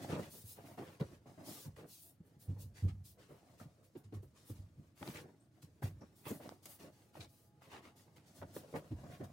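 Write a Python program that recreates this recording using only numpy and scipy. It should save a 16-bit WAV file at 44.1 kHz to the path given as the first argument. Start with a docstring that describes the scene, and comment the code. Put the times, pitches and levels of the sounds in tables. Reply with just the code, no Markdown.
"""In a quiet bedroom, a cotton duvet is pulled straight and smoothed by hand, then pillows are dropped on it.
Folds buckle with a dull crumple, cloth rubs on cloth, and the sliding weave hisses. Slack cloth flaps,
creases snap taut and bedding lands with soft thumps. The deeper thumps are footsteps on the floor that
make the small room boom. The bed's metal bars clink, and a faint, distant hum comes and goes."""
import sys
import numpy as np
from scipy import signal
from scipy.fft import rfft, irfft
from scipy.io import wavfile

SR = 44100
rng = np.random.default_rng(int(sys.argv[2]) if len(sys.argv) > 2 else 0)


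def unload_audio(sound):
    """Save the sound as a 16-bit wav file, at the path given as the first command line argument."""
    columns = np.transpose(np.atleast_2d(sound))
    # keep every value between -1 and 1, then stretch to whole-number steps
    steps = np.round(np.clip(columns, -1, 1) * 32767)
    wavfile.write(sys.argv[1], SR, steps.astype(np.int16))


N = 411012


def from_db(db):
    """Turn decibels into a gain to multiply by."""
    return 10 ** (np.asarray(db) / 20)


def unit_level(x):
    """Scale a signal to an average power of 1."""
    return x / np.sqrt(np.mean(x ** 2) + 1e-20)


def gain_curve(rows):
    """Join points of (seconds, dB) into one gain for every sample."""
    s, db = np.transpose(rows)
    return from_db(np.interp(np.arange(N) / SR, s, db))


def drift(turns_per_s):
    """A randomly wandering curve with a typical size of 1."""
    points = rng.standard_normal(int(N / SR * turns_per_s) + 2)
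    return unit_level(np.interp(np.arange(N) / SR * turns_per_s, np.arange(len(points)), points))


def filtered(x, spectrum, unit_power=True, size=4096):
    """Colour a sound with points of (Hz, dB). With unit_power, only their shape counts, not their level."""
    hz, db = np.transpose(spectrum)
    curve_db = np.interp(np.log(np.fft.rfftfreq(size, 1 / SR) + 1), np.log(hz), db)
    # a minimum-phase filter: it never rings before the sound arrives
    cepstrum = irfft(np.log(from_db(curve_db)))
    cepstrum[1:size // 2] *= 2
    cepstrum[size // 2 + 1:] = 0
    response = irfft(np.exp(rfft(cepstrum)))
    if unit_power:
        response = response / np.linalg.norm(response)
    return signal.oaconvolve(x, response[None], axes=-1)[:, :N]


def resonance(x, hz, width_hz):
    """Let through a band around one pitch; the narrower it is, the longer it rings."""
    r = np.exp(-np.pi * width_hz / SR)
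    feedback = [1, -2 * r * np.cos(2 * np.pi * hz / SR), r * r]
    return signal.lfilter(np.array([1, 0, -1]) * (1 - r * r) / 2, feedback, x + 1e-18)


def add(track, s, sound):
    """Mix a sound into a track, starting at s seconds."""
    start = max(round(s * SR), 0)
    track[..., start:start + sound.shape[-1]] += sound[..., :N - start]


def swell(s, rise_s, lead=0.4206, size=12000):
    """A soft contact: pressure builds for rise_s, then lets go. Returns its start time and its force."""
    age = np.arange(size) / SR / max(rise_s, 1e-4)
    return s - lead * rise_s, (age * np.exp(1 - age)) ** 2


def gesture(start_s, attack_s, length_s, sag_db=6.5, release_db_per_s=388, peak_share=0.27, size=26000):
    """One movement swells, slows a little and dies away. Returns the samples it covers and their gain."""
    first = max(round(start_s * SR), 0)
    age = np.arange(min(size, N - first)) / SR
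    rise = np.sin(np.pi / 2 * np.minimum(age / max(attack_s, 1e-3), 1)) ** 2
    off_peak = (np.minimum(age / length_s, 1) - peak_share) / (1 - peak_share)
    fall_db = sag_db * off_peak ** 2 + release_db_per_s * np.maximum(age - length_s, 0)
    return slice(first, first + len(age)), rise * from_db(-fall_db)


# How much the two ears differ. Each row: frequency in Hz, gain of their difference in dB.
EAR_DIFFERENCE = [(60, -18), (125, -18.5), (250, -9.5), (500, -11.5), (1000, -3), (2000, -0.5), (4000, -2),
                  (8500, -5), (12000, -7)]

def to_ears(pair):
    """Turn a shared part and a difference into left and right; the bass is nearly alike in both."""
    side = filtered(pair[1:], EAR_DIFFERENCE, unit_power=False)
    return pair[:1] + side * [[1], [-1]]


# The colour of the room's quiet air. Each row: frequency in Hz, relative level in dB.
AIR_COLOUR = [(25, -38.5), (96, 3.5), (140, 2), (209, -6), (331, -8.5), (410, -20.5), (800, -31.5),
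              (1050, -31), (1300, -29), (3440, -39.5), (11800, -55), (13200, -44), (15500, -62)]
# The tones of a distant hum. Each row: pitch in Hz, relative level in dB.
HUM_PITCHES = [(334, -7.5), (500.6, -7), (667.5, 1.5), (834.4, 3), (1227, -7)]
# How the hum comes and goes. Each row: time in seconds, level in dB.
HUM_LEVELS = [(6.6, -99), (7.1, -88.5), (7.9, -85.5), (8.3, -99)]

def background(air_db=-70.5, hum_width_hz=6):
    """The quiet air of the bedroom, with a thin, wavering hum in it."""
    air = from_db(air_db) * filtered(rng.standard_normal((2, N)), AIR_COLOUR)
    hum = sum(from_db(db) * unit_level(resonance(rng.standard_normal((2, N)), hz, hum_width_hz))
              for hz, db in HUM_PITCHES)
    return to_ears(air + hum * gain_curve(HUM_LEVELS))


def wall_echoes(x, level_db=-10.5, fade_s=0.041, first_echo_s=0.0061, band_hz=(250, 5000), size=16000):
    """The close walls throw back short, dull reflections."""
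    t = np.arange(size) / SR
    echoes = rng.standard_normal((2, size)) * from_db(-60 * t / fade_s) * (t > first_echo_s)
    echoes /= np.linalg.norm(echoes, axis=1, keepdims=True)
    echoes = signal.sosfilt(signal.butter(1, band_hz, "band", fs=SR, output="sos"), echoes)
    return from_db(level_db) * signal.oaconvolve(x, echoes, axes=-1)[:, :N]


# The notes the room rings at. Each row: pitch in Hz, gain in dB, seconds to fade by 60 dB.
ROOM_NOTES = [(96.1, 6.5, 0.43), (158.5, -6, .18), (276.7, -3, 0.06), (312.5, -0.5, 0.12),
              (419.5, -10.5, 0.12), (520, -11, 0.12), (906, -8, 0.14)]

def room_boom(push):
    """Standing waves between the walls ring on after each push on the air."""
    return sum(from_db(db) * resonance(push, hz, np.log(1000) / (np.pi * fade_s))
               for hz, db, fade_s in ROOM_NOTES)


# The colour of the rumble after a footstep. Each row: frequency in Hz, relative level in dB.
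SETTLING_COLOUR = [(30, -49), (52, -6.5), (85, 3.5), (150, -2), (300, -25), (600, -47), (2000, -57)]

def settling(push, level_db=3.5, fade_s=0.63):
    """Each footstep leaves a loose, low rumble that dies away."""
    decay = from_db(-60 / (fade_s * SR))
    unrest = signal.lfilter([1 - decay], [1, -decay], np.abs(push))
    return from_db(level_db) * unrest * filtered(rng.standard_normal((1, N)), SETTLING_COLOUR)[0]


# Bedding knocks the bed's metal bars. Each row: start in seconds, level in dB.
BAR_KNOCKS = [(1.008, -53), (5.076, -50), (7.206, -46.5)]
# The notes of the bars. Each row: pitch in Hz, relative level in dB, seconds to fade by 60 dB.
BAR_NOTES = [(2370, -8.5, 0.056), (3830, -11.5, 0.061), (4200, -14, 0.054)]

def bed_bars(size=9000):
    """Each knock sets the bars ringing briefly, muffled by the bedding."""
    out, age = np.zeros((2, N)), np.arange(size) / SR
    for s, db in BAR_KNOCKS:
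        for hz, note_db, fade_s in BAR_NOTES:
            phases = 2 * np.pi * rng.random((2, 1))
            add(out, s, from_db(db + note_db - 60 * age / fade_s) * np.sin(2 * np.pi * hz * age + phases))
    return out


# Faint, high squeaks of cloth. Each row: start in seconds, length in seconds, level in dB, pitch in Hz.
CLOTH_SQUEAKS = [(5.396, .04, -78.5, 8550), (6.004, 0.023, -70, 5600)]

def squeaks(width_hz=330):
    """Slipping cloth settles briefly on one high pitch."""
    out = np.zeros((2, N))
    for s, length_s, db, hz in CLOTH_SQUEAKS:
        span, gain = gesture(s, attack_s=0.012, length_s=length_s, release_db_per_s=307)
        whistle = resonance(rng.standard_normal((2, len(gain))), hz, width_hz)
        out[:, span] += from_db(db) * gain * unit_level(whistle)
    return out


# A palm or a seam drags over the weave.
# Each row: start in seconds, length in seconds, level in dB, pitch in Hz, slips per second.
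DRAGS = [(1.003, 0.013, -63, 3870, 970), (2.755, 0.058, -67.5, 1880, 1050), (3.297, .08, -80, 1200, 700),
         (3.594, 0.032, -67.5, 1320, 1100), (5.153, 0.037, -60, 2300, 500), (6.277, 0.044, -60, 6960, 900),
         (7.204, 0.017, -55.5, 3820, 820)]

def rasps(relative_width=0.2):
    """Dragged cloth sticks and slips in a gritty run of tiny catches, coloured by the stretched patch."""
    out = np.zeros((2, N))
    for s, length_s, db, hz, slips_per_s in DRAGS:
        span, gain = gesture(s, attack_s=0.0072, length_s=length_s)
        slips = (rng.random(len(gain)) < slips_per_s / SR) * rng.standard_normal((2, len(gain)))
        grit = resonance(resonance(slips, hz, relative_width * hz), hz, hz)
        out[:, span] += from_db(db) * gain * unit_level(grit)
    return out


# Slack cloth flaps, and creases snap taut.
# Each row: time in seconds, level in dB, pitch in Hz, swell time in seconds.
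SLACK_FLAPS = [(0.046, -36.5, 624, 0.0025), (0.102, -37, 472, 0.0037), (0.128, -34, 374, 0.0056),
               (0.195, -45, 420, 0.0049), (0.589, -49, 560, 0.0042), (0.792, -41.5, 403, 0.0076),
               (1.006, -39.5, 485, 0.0065), (2.497, -49, 268, 0.016), (2.85, -49, 274, 0.018),
               (3.312, -53.5, 390, .016), (3.954, -43, 342, 0.01205), (4.124, -43, 280, 0.0077),
               (4.228, -52, 328, 0.01), (4.499, -43, 313, 0.0058), (5.029, -36.5, 770, 0.0024),
               (5.824, -46, 714, 0.0042), (6.263, -45.5, 870, 0.0084), (6.307, -34.5, 321, 0.011),
               (6.4, -47, 596, 0.011), (6.456, -45.5, 577, 0.0099), (6.522, -43, 650, 0.0022),
               (7.154, -44.5, 735, 0.0024), (7.169, -46, 605, 0.0032), (7.73, -50.5, 790, 0.027),
               (8.422, -41, 573, 0.0086), (8.565, -34, 430, 0.0038), (8.634, -52, 520, 0.015),
               (8.728, -44, 386, 0.0034), (8.756, -39, 450, 0.011), (8.914, -40.5, 274, 0.011),
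               (9.204, -43, 366, 0.009)]
CREASE_SNAPS = [(0.779, -48, 1330, 0.0024), (1.271, -57, 1080, 0.0033), (1.765, -52, 1730, 0.0027),
                (5.028, -38, 2660, 0.0013), (5.077, -36, 3900, 0.001), (5.088, -42, 3000, .0008),
                (5.104, -43, 2300, .0011), (5.824, -41.5, 1400, 0.007), (6.492, -36, 4650, 0.00042),
                (7.619, -52, 1260, 0.0037), (8.416, -43.5, 1350, 0.0022), (8.429, -42, 1300, 0.0031),
                (8.564, -44, 1720, 0.002), (8.758, -39.5, 1760, .0061)]
# The colour of the slapping edge in each. Each row: frequency in Hz, relative level in dB.
FLAP_COLOUR = [(30, -66), (100, 3), (300, 12.5), (800, -8), (1500, -19), (3000, -17), (8000, -30),
               (15000, -35)]
SNAP_COLOUR = [(50, -41), (300, 1), (800, 30), (1500, 10), (3500, -14), (6000, -33), (10000, -22),
               (15000, -10)]

def cloth_hits(hits, edge_colour, hollow_db, edge_db, relative_width):
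    """Each hit has a hollow pitch from the pocket of cloth that moves, and a broad slap from its edge."""
    hollows, edges = np.zeros((2, N)), np.zeros(N)
    for s, db, hz, rise_s in hits:
        start, force = swell(s, rise_s)
        air = rng.standard_normal((2, 2 * len(force)))
        pocket = resonance(resonance(air, hz, relative_width * hz), hz, hz)
        hollow = force * pocket[:, len(force):]   # the second half, where the ring has built up
        hollow *= np.linalg.norm(force) / np.linalg.norm(hollow, axis=1, keepdims=True)
        add(hollows, start, from_db(db) * hollow)
        add(edges, start, from_db(db) * force)
    slap = filtered(rng.standard_normal((2, N)), edge_colour)
    return from_db(hollow_db) * hollows + from_db(edge_db) * edges * slap


# Soft thumps: bedding lands, and the deeper ones are footsteps on the floor that make the room boom.
# Each row: time in seconds, level in dB, pitch in Hz, swell time in seconds.
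SOFT_THUMPS = [(0.127, -33, 151, 0.011), (0.196, -45.5, 151, 0.017), (0.44, -49.5, 93.5, 0.0085),
               (1.009, -31, 136.7, 0.0076), (1.662, -43, 146.8, 0.02), (2.204, -47, 132, 0.0069),
               (2.366, -51.5, 134, 0.0072), (2.484, -34.5, 94.5, 0.017), (2.584, -48.5, 98.6, 0.014),
               (2.649, -49, 95.4, 0.019), (2.828, -30, 90.5, 0.02), (2.847, -42, 152, 0.016),
               (3.658, -46, 160, 0.009), (3.963, -50, 160, 0.0086), (4.047, -54, 103.5, 0.028),
               (4.14, -43.5, 105.5, 0.023), (4.503, -42, 116.3, 0.018), (4.589, -47.5, 97, 0.014),
               (4.779, -47.5, 154, 0.02), (5.083, -42, 195, 0.0123), (5.633, -49, 136, 0.014),
               (5.838, -30, 102, 0.0088), (6.31, -40, 278, 0.0079), (7.19, -48.5, 116, 0.011),
               (8.401, -50.5, 95.5, 0.019), (8.742, -49, 174, 0.015), (8.911, -39, 107.2, 0.02),
               (9.211, -42.5, 139, 0.014)]
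# The colour of the puff of air in a thump. Each row: frequency in Hz, relative level in dB.
PUFF_COLOUR = [(25, -23), (55, -26), (120, 15), (290, 1), (450, -12), (800, -26), (1500, -34), (5000, -42)]

def thumps(wander=0.17, body_db=-1, octave_db=-16, heavy_below_hz=155, puff_db_per_octave=7.5):
    """Each thump is a few uneven heaves and a puff of air. Returns the sound of bedding and of floor."""
    padding, floor, puffs = np.zeros((2, N)), np.zeros(N), np.zeros(N)
    unevenness = drift(200)
    for s, db, hz, rise_s in SOFT_THUMPS:
        start, force = swell(s, rise_s)
        stiffness = 1 + wander * np.roll(unevenness, -round(s * SR))[:len(force)]
        phase = 2 * np.pi * np.cumsum(hz * stiffness) / SR
        # soft things stiffen as they are squeezed, which adds the octave at the height of the blow
        octave = from_db(octave_db) * force * np.cos(2 * phase)
        heave = from_db(db + body_db) * force * (np.sin(phase) + octave)
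        # deeper thumps sound from the floor, higher ones from the bedding's padding
        heavy = 1 / (1 + (hz / heavy_below_hz) ** 10)
        add(padding[0], start, (1 - heavy) * heave)
        add(floor, start, heavy * heave)
        # shallow, higher blows squeeze out more air
        puff_db = -9.5 + puff_db_per_octave * np.log2(hz / 143)
        add(puffs, start, from_db(db + puff_db) * force)
    return padding + puffs * filtered(rng.standard_normal((2, N)), PUFF_COLOUR), floor


def among_folds(x, glance_db, path_s=0.0008, path_spread=0.3965, moves_per_s=7, count=3):
    """Sound also glances off the moving folds nearby, so its colour keeps shifting."""
    now, out = np.arange(N), x.copy()
    for k in range(count):
        delay = (k + 1) * path_s * SR * np.exp(path_spread * np.tanh(drift(moves_per_s)))
        delayed = np.array([np.interp(now - delay, now, channel) for channel in x])
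        out += (-1) ** k * from_db(glance_db) * delayed
    return out


def friction(colour, catches_per_s, spread_db, grain_db, flutter_db, flutter_per_s, glance_db=-10.5):
    """Countless fibres slip as smooth noise; larger catches stand out as grains; the pressure flutters."""
    sizes = from_db(spread_db * np.minimum(rng.exponential(1, N), 4))
    caught = rng.random(N) < catches_per_s / SR
    catches = unit_level(sizes * caught * rng.standard_normal((2, N)))
    slips = rng.standard_normal((2, N)) + from_db(grain_db) * catches
    pressure = from_db(flutter_db * drift(flutter_per_s))
    return unit_level(filtered(among_folds(slips * pressure, glance_db), colour))


# The bedding stirs between movements. Each row: time in seconds, level in dB.
STIRRING = [(0.0, -64), (0.6, -85.5), (1.15, -74), (1.21, -89), (1.4, -79), (1.8, -85), (2.2, -92),
            (2.55, -82.5), (2.72, -89), (3.15, -90.5), (3.4, -80.5), (4.0, -88.5), (4.8, -89), (5.5, -88),
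            (6.1, -84.5), (6.9, -81.5), (7.1, -91), (7.55, -92), (8.1, -82.5), (8.6, -74.5), (8.97, -77.5),
            (9.32, -78.5)]
# A hand bunches up folds. Each row: start in seconds, length in seconds, level in dB.
HAND_BUNCHES = [(0.0, 0.085, -51), (0.085, 0.074, -44), (0.157, 0.045, -46), (0.333, 0.034, -60),
                (0.574, 0.034, -57), (0.634, 0.11, -59.5), (0.772, 0.054, -51.5), (0.857, 0.071, -58.5),
                (0.998, 0.03, -44), (1.055, 0.13, -70), (1.254, 0.056, -58), (1.373, 0.13, -55),
                (1.46, 0.14, -63.5), (1.643, 0.028, -55), (1.769, 0.053, -57), (1.806, 0.048, -56),
                (2.56, 0.056, -62), (3.168, 0.041, -65.5), (3.29, 0.055, -60), (3.442, 0.031, -69),
                (3.596, 0.041, -59.5), (3.945, 0.057, -63.5), (4.124, 0.041, -59.5), (4.48, 0.14, -67),
                (5.007, 0.12, -54.5), (5.146, 0.14, -57.5), (5.817, 0.041, -49), (6.011, 0.022, -57),
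                (6.262, 0.085, -50.5), (6.41, 0.12, -57.5), (6.649, 0.037, -63), (6.796, 0.095, -58.5),
                (7.148, 0.086, -58.5), (7.668, 0.14, -64.5), (7.856, 0.018, -59.5), (8.41, 0.03, -55),
                (8.574, 0.019, -59), (8.734, 0.044, -43.5), (9.03, 0.11, -58), (9.194, 0.051, -50.5)]
# Cloth strokes over cloth. Each row: start, fade-in and length in seconds, level of the hiss in dB,
# then the levels of the rub and of the sheen in dB above that hiss.
CLOTH_STROKES = [(0.0, 0.038, 0.064, -60.5, 3.5, -3), (0.073, 0.04, 0.093, -63.5, 10.5, -13),
                 (0.169, 0.031, 0.12, -66, 4, -1), (0.278, 0.067, 0.15, -63.5, -34, 8.5),
                 (0.413, 0.14, 0.12, -59, -16, 11), (0.54, 0.028, 0.22, -77, 7.5, 2),
                 (0.624, 0.052, 0.13, -72, 4, 3.5), (0.764, .02, 0.19, -73, 7.5, 1),
                 (0.994, 0.0087, 0.021, -68, 8, 0), (1.252, 0.028, 0.07, -75, -1, -4),
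                 (1.372, 0.041, 0.084, -80, 8.5, -7), (1.429, 0.057, 0.23, -59, -9, 3.5),
                 (1.757, 0.0079, 0.078, -73, 5, 0), (1.844, 0.098, 0.16, -62.5, -19, 4.5),
                 (1.975, 0.058, 0.13, -71, -22, 13), (2.233, 0.052, .05, -85, -12, 12.5),
                 (2.383, 0.04, 0.074, -71.5, -23, 9.5), (2.571, 0.072, 0.06, -58.5, -25, 4.5),
                 (2.728, 0.055, 0.098, -67, 0.5, -4), (2.874, .014, 0.031, -69, 6.5, -22),
                 (3.031, 0.032, 0.089, -67, -17, 5), (3.169, 0.036, 0.1, -73.5, 3, -7),
                 (3.27, 0.03, 0.12, -80, 7, 3), (3.565, 0.051, 0.072, -68.5, 1.5, 1),
                 (3.815, 0.037, 0.064, -78.5, 0.5, 4), (3.959, 0.03, 0.032, -73.5, -4, 8.5),
                 (4.032, 0.014, 0.03, -75.5, -1.5, -14), (4.129, 0.025, 0.032, -67.5, 0, -0.5),
                 (4.218, 0.019, 0.02, -75.5, -16, 9), (4.335, 0.043, 0.12, -72.5, 0, -7),
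                 (4.427, 0.097, 0.092, -64, -5.5, 6.5), (4.54, .02, 0.09, -74.5, -6, -3),
                 (4.94, 0.071, 0.28, -69.5, 0, 3), (5.028, 0.051, 0.12, -64.5, 3, 3.5),
                 (5.128, 0.025, 0.088, -63.5, 5, -3), (5.614, 0.017, 0.026, -64.5, -3, 0),
                 (5.811, 0.032, 0.068, -61, 2, 3), (6.144, 0.027, 0.14, -77.5, -6, 7),
                 (6.232, 0.08, 0.082, -61.5, 10, 12.5), (6.32, 0.017, 0.08, -69.5, -5, 9),
                 (6.403, 0.02, 0.14, -72, 5, 2), (6.62, 0.015, 0.06, -70, -9, 1),
                 (6.654, 0.0039, 0.01, -55, -0.5, 3), (6.674, 0.034, 0.088, -66, -2.5, 9.5),
                 (6.783, 0.019, 0.092, -69, 1, 0.5), (6.906, .03, 0.19, -79, -1.5, 0),
                 (7.113, 0.061, 0.13, -73, 8, 2), (7.192, 0.022, 0.047, -61.5, 2.5, -6),
                 (7.266, 0.041, 0.22, -79, -7, 6.5), (7.6, 0.033, 0.1, -76, 7.5, 0),
                 (7.681, .05, 0.11, -69, 11.5, -3), (7.792, 0.078, 0.1, -72, 10.5, -3),
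                 (7.952, 0.019, 0.088, -72, -4.5, 0), (8.155, 0.018, 0.021, -69.5, 6, -1),
                 (8.248, .03, 0.081, -73.5, -2.5, -4), (8.328, 0.05, 0.082, -66.5, -6, 1),
                 (8.519, 0.072, 0.062, -58, -3.5, 6.5), (8.739, 0.042, 0.036, -59.5, 5.5, 3),
                 (9.091, 0.062, .06, -68.5, 11, 1), (9.232, 0.013, 0.022, -66.5, -4, 2)]

def handling(uneven_db=2, changes_per_s=18):
    """Hands bunch and stroke the stirring cloth. Returns four gains: crumple, rub, hiss and sheen."""
    stir = gain_curve(STIRRING) * from_db(uneven_db * drift(changes_per_s))
    balance_db = [11.5, -0.5, 0, -3]   # crumple, rub, hiss, sheen
    power = np.outer(from_db(balance_db), stir) ** 2
    for s, length_s, db in HAND_BUNCHES:
        span, gain = gesture(s, attack_s=0.0075, length_s=length_s, sag_db=1.5, release_db_per_s=352)
        power[0, span] += (from_db(db) * gain) ** 2
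    for s, attack_s, length_s, db, rub_db, sheen_db in CLOTH_STROKES:
        span, gain = gesture(s, attack_s, length_s)
        power[1:, span] += np.outer(from_db([db + rub_db, db, db + sheen_db]), gain) ** 2
    return np.sqrt(power)


# The four colours of the rustle, from dull to bright. Each row: frequency in Hz, relative level in dB.
CRUMPLE_COLOUR = [(30, -44.5), (50, -16.5), (90, -2.5), (140, 8.5), (210, 2.5), (320, -2), (460, 0.5),
                  (700, 0.3), (1100, -15.5), (2000, -20.5), (5000, -54)]
RUB_COLOUR = [(50, -5.5), (350, 6), (800, 4.5), (1600, 0.5), (2600, 0.5), (4000, -6.5), (7000, -19),
              (15000, -51)]
HISS_COLOUR = [(1200, -28), (2800, -4), (4200, 3), (6500, 2.5), (10000, -1.5), (11500, -9), (15000, -13.5)]
SHEEN_COLOUR = [(5000, -34.5), (9000, -9), (10500, -8.5), (13000, -8.5), (16000, -7)]

def rustle():
    """Folds buckle low, layers rub in the middle, the weave hisses and the finest threads add a sheen."""
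    crumple, rub, hiss, sheen = handling()
    folds = friction(CRUMPLE_COLOUR, catches_per_s=450, spread_db=2.5, grain_db=-4,
                     flutter_db=2.32, flutter_per_s=60)
    layers = friction(RUB_COLOUR, catches_per_s=600, spread_db=3.0, grain_db=-3.5,
                      flutter_db=-1.85, flutter_per_s=33)
    weave, threads = [friction(colour, catches_per_s=3300, spread_db=6.0, grain_db=-14.5,
                               flutter_db=0.8, flutter_per_s=74, glance_db=-7)
                      for colour in (HISS_COLOUR, SHEEN_COLOUR)]
    return crumple * folds + rub * layers + hiss * weave + sheen * threads


def scene():
    """Bedding close by, footsteps, the room around them, and a faint background."""
    landings, floor = thumps()
    push = from_db(-2) * floor   # footsteps on the floor push on the room's air
    flaps = cloth_hits(SLACK_FLAPS, FLAP_COLOUR, hollow_db=-7.5, edge_db=-14.5, relative_width=0.24)
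    snaps = cloth_hits(CREASE_SNAPS, SNAP_COLOUR, hollow_db=-13.5, edge_db=-11, relative_width=0.26)
    cloth = rustle() + flaps + snaps + rasps() + squeaks() + bed_bars()
    bedding = to_ears(cloth + landings)
    rumble = floor + settling(push) + room_boom(push + cloth[0])
    return bedding + rumble + wall_echoes(bedding) + background()


# How the two microphones differ. Each row: frequency in Hz, level of the left above the right in dB.
LEFT_OVER_RIGHT = [(60, -1.5), (200, -0.6), (380, -1), (700, 0.5), (1290, 1.5), (2380, 0), (4400, 1.3),
                   (8120, 3), (15000, 0)]

def record(dry, bass_cut_hz=42, treble_cut_hz=15950):
    """The two microphones differ slightly in colour; the lowest rumble and the highest treble are cut."""
    left = filtered(dry[:1], [(hz, db / 2) for hz, db in LEFT_OVER_RIGHT], unit_power=False)
    right = filtered(dry[1:], [(hz, -db / 2) for hz, db in LEFT_OVER_RIGHT], unit_power=False)
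    high_pass = signal.butter(4, bass_cut_hz, "high", fs=SR, output="sos")
    ears = signal.sosfilt(high_pass, np.vstack([left, right]))
    low_pass = signal.firwin(401, treble_cut_hz, fs=SR)
    return signal.oaconvolve(ears, low_pass[None], mode="same", axes=-1)


dry = scene()
out = record(dry)
unload_audio(out)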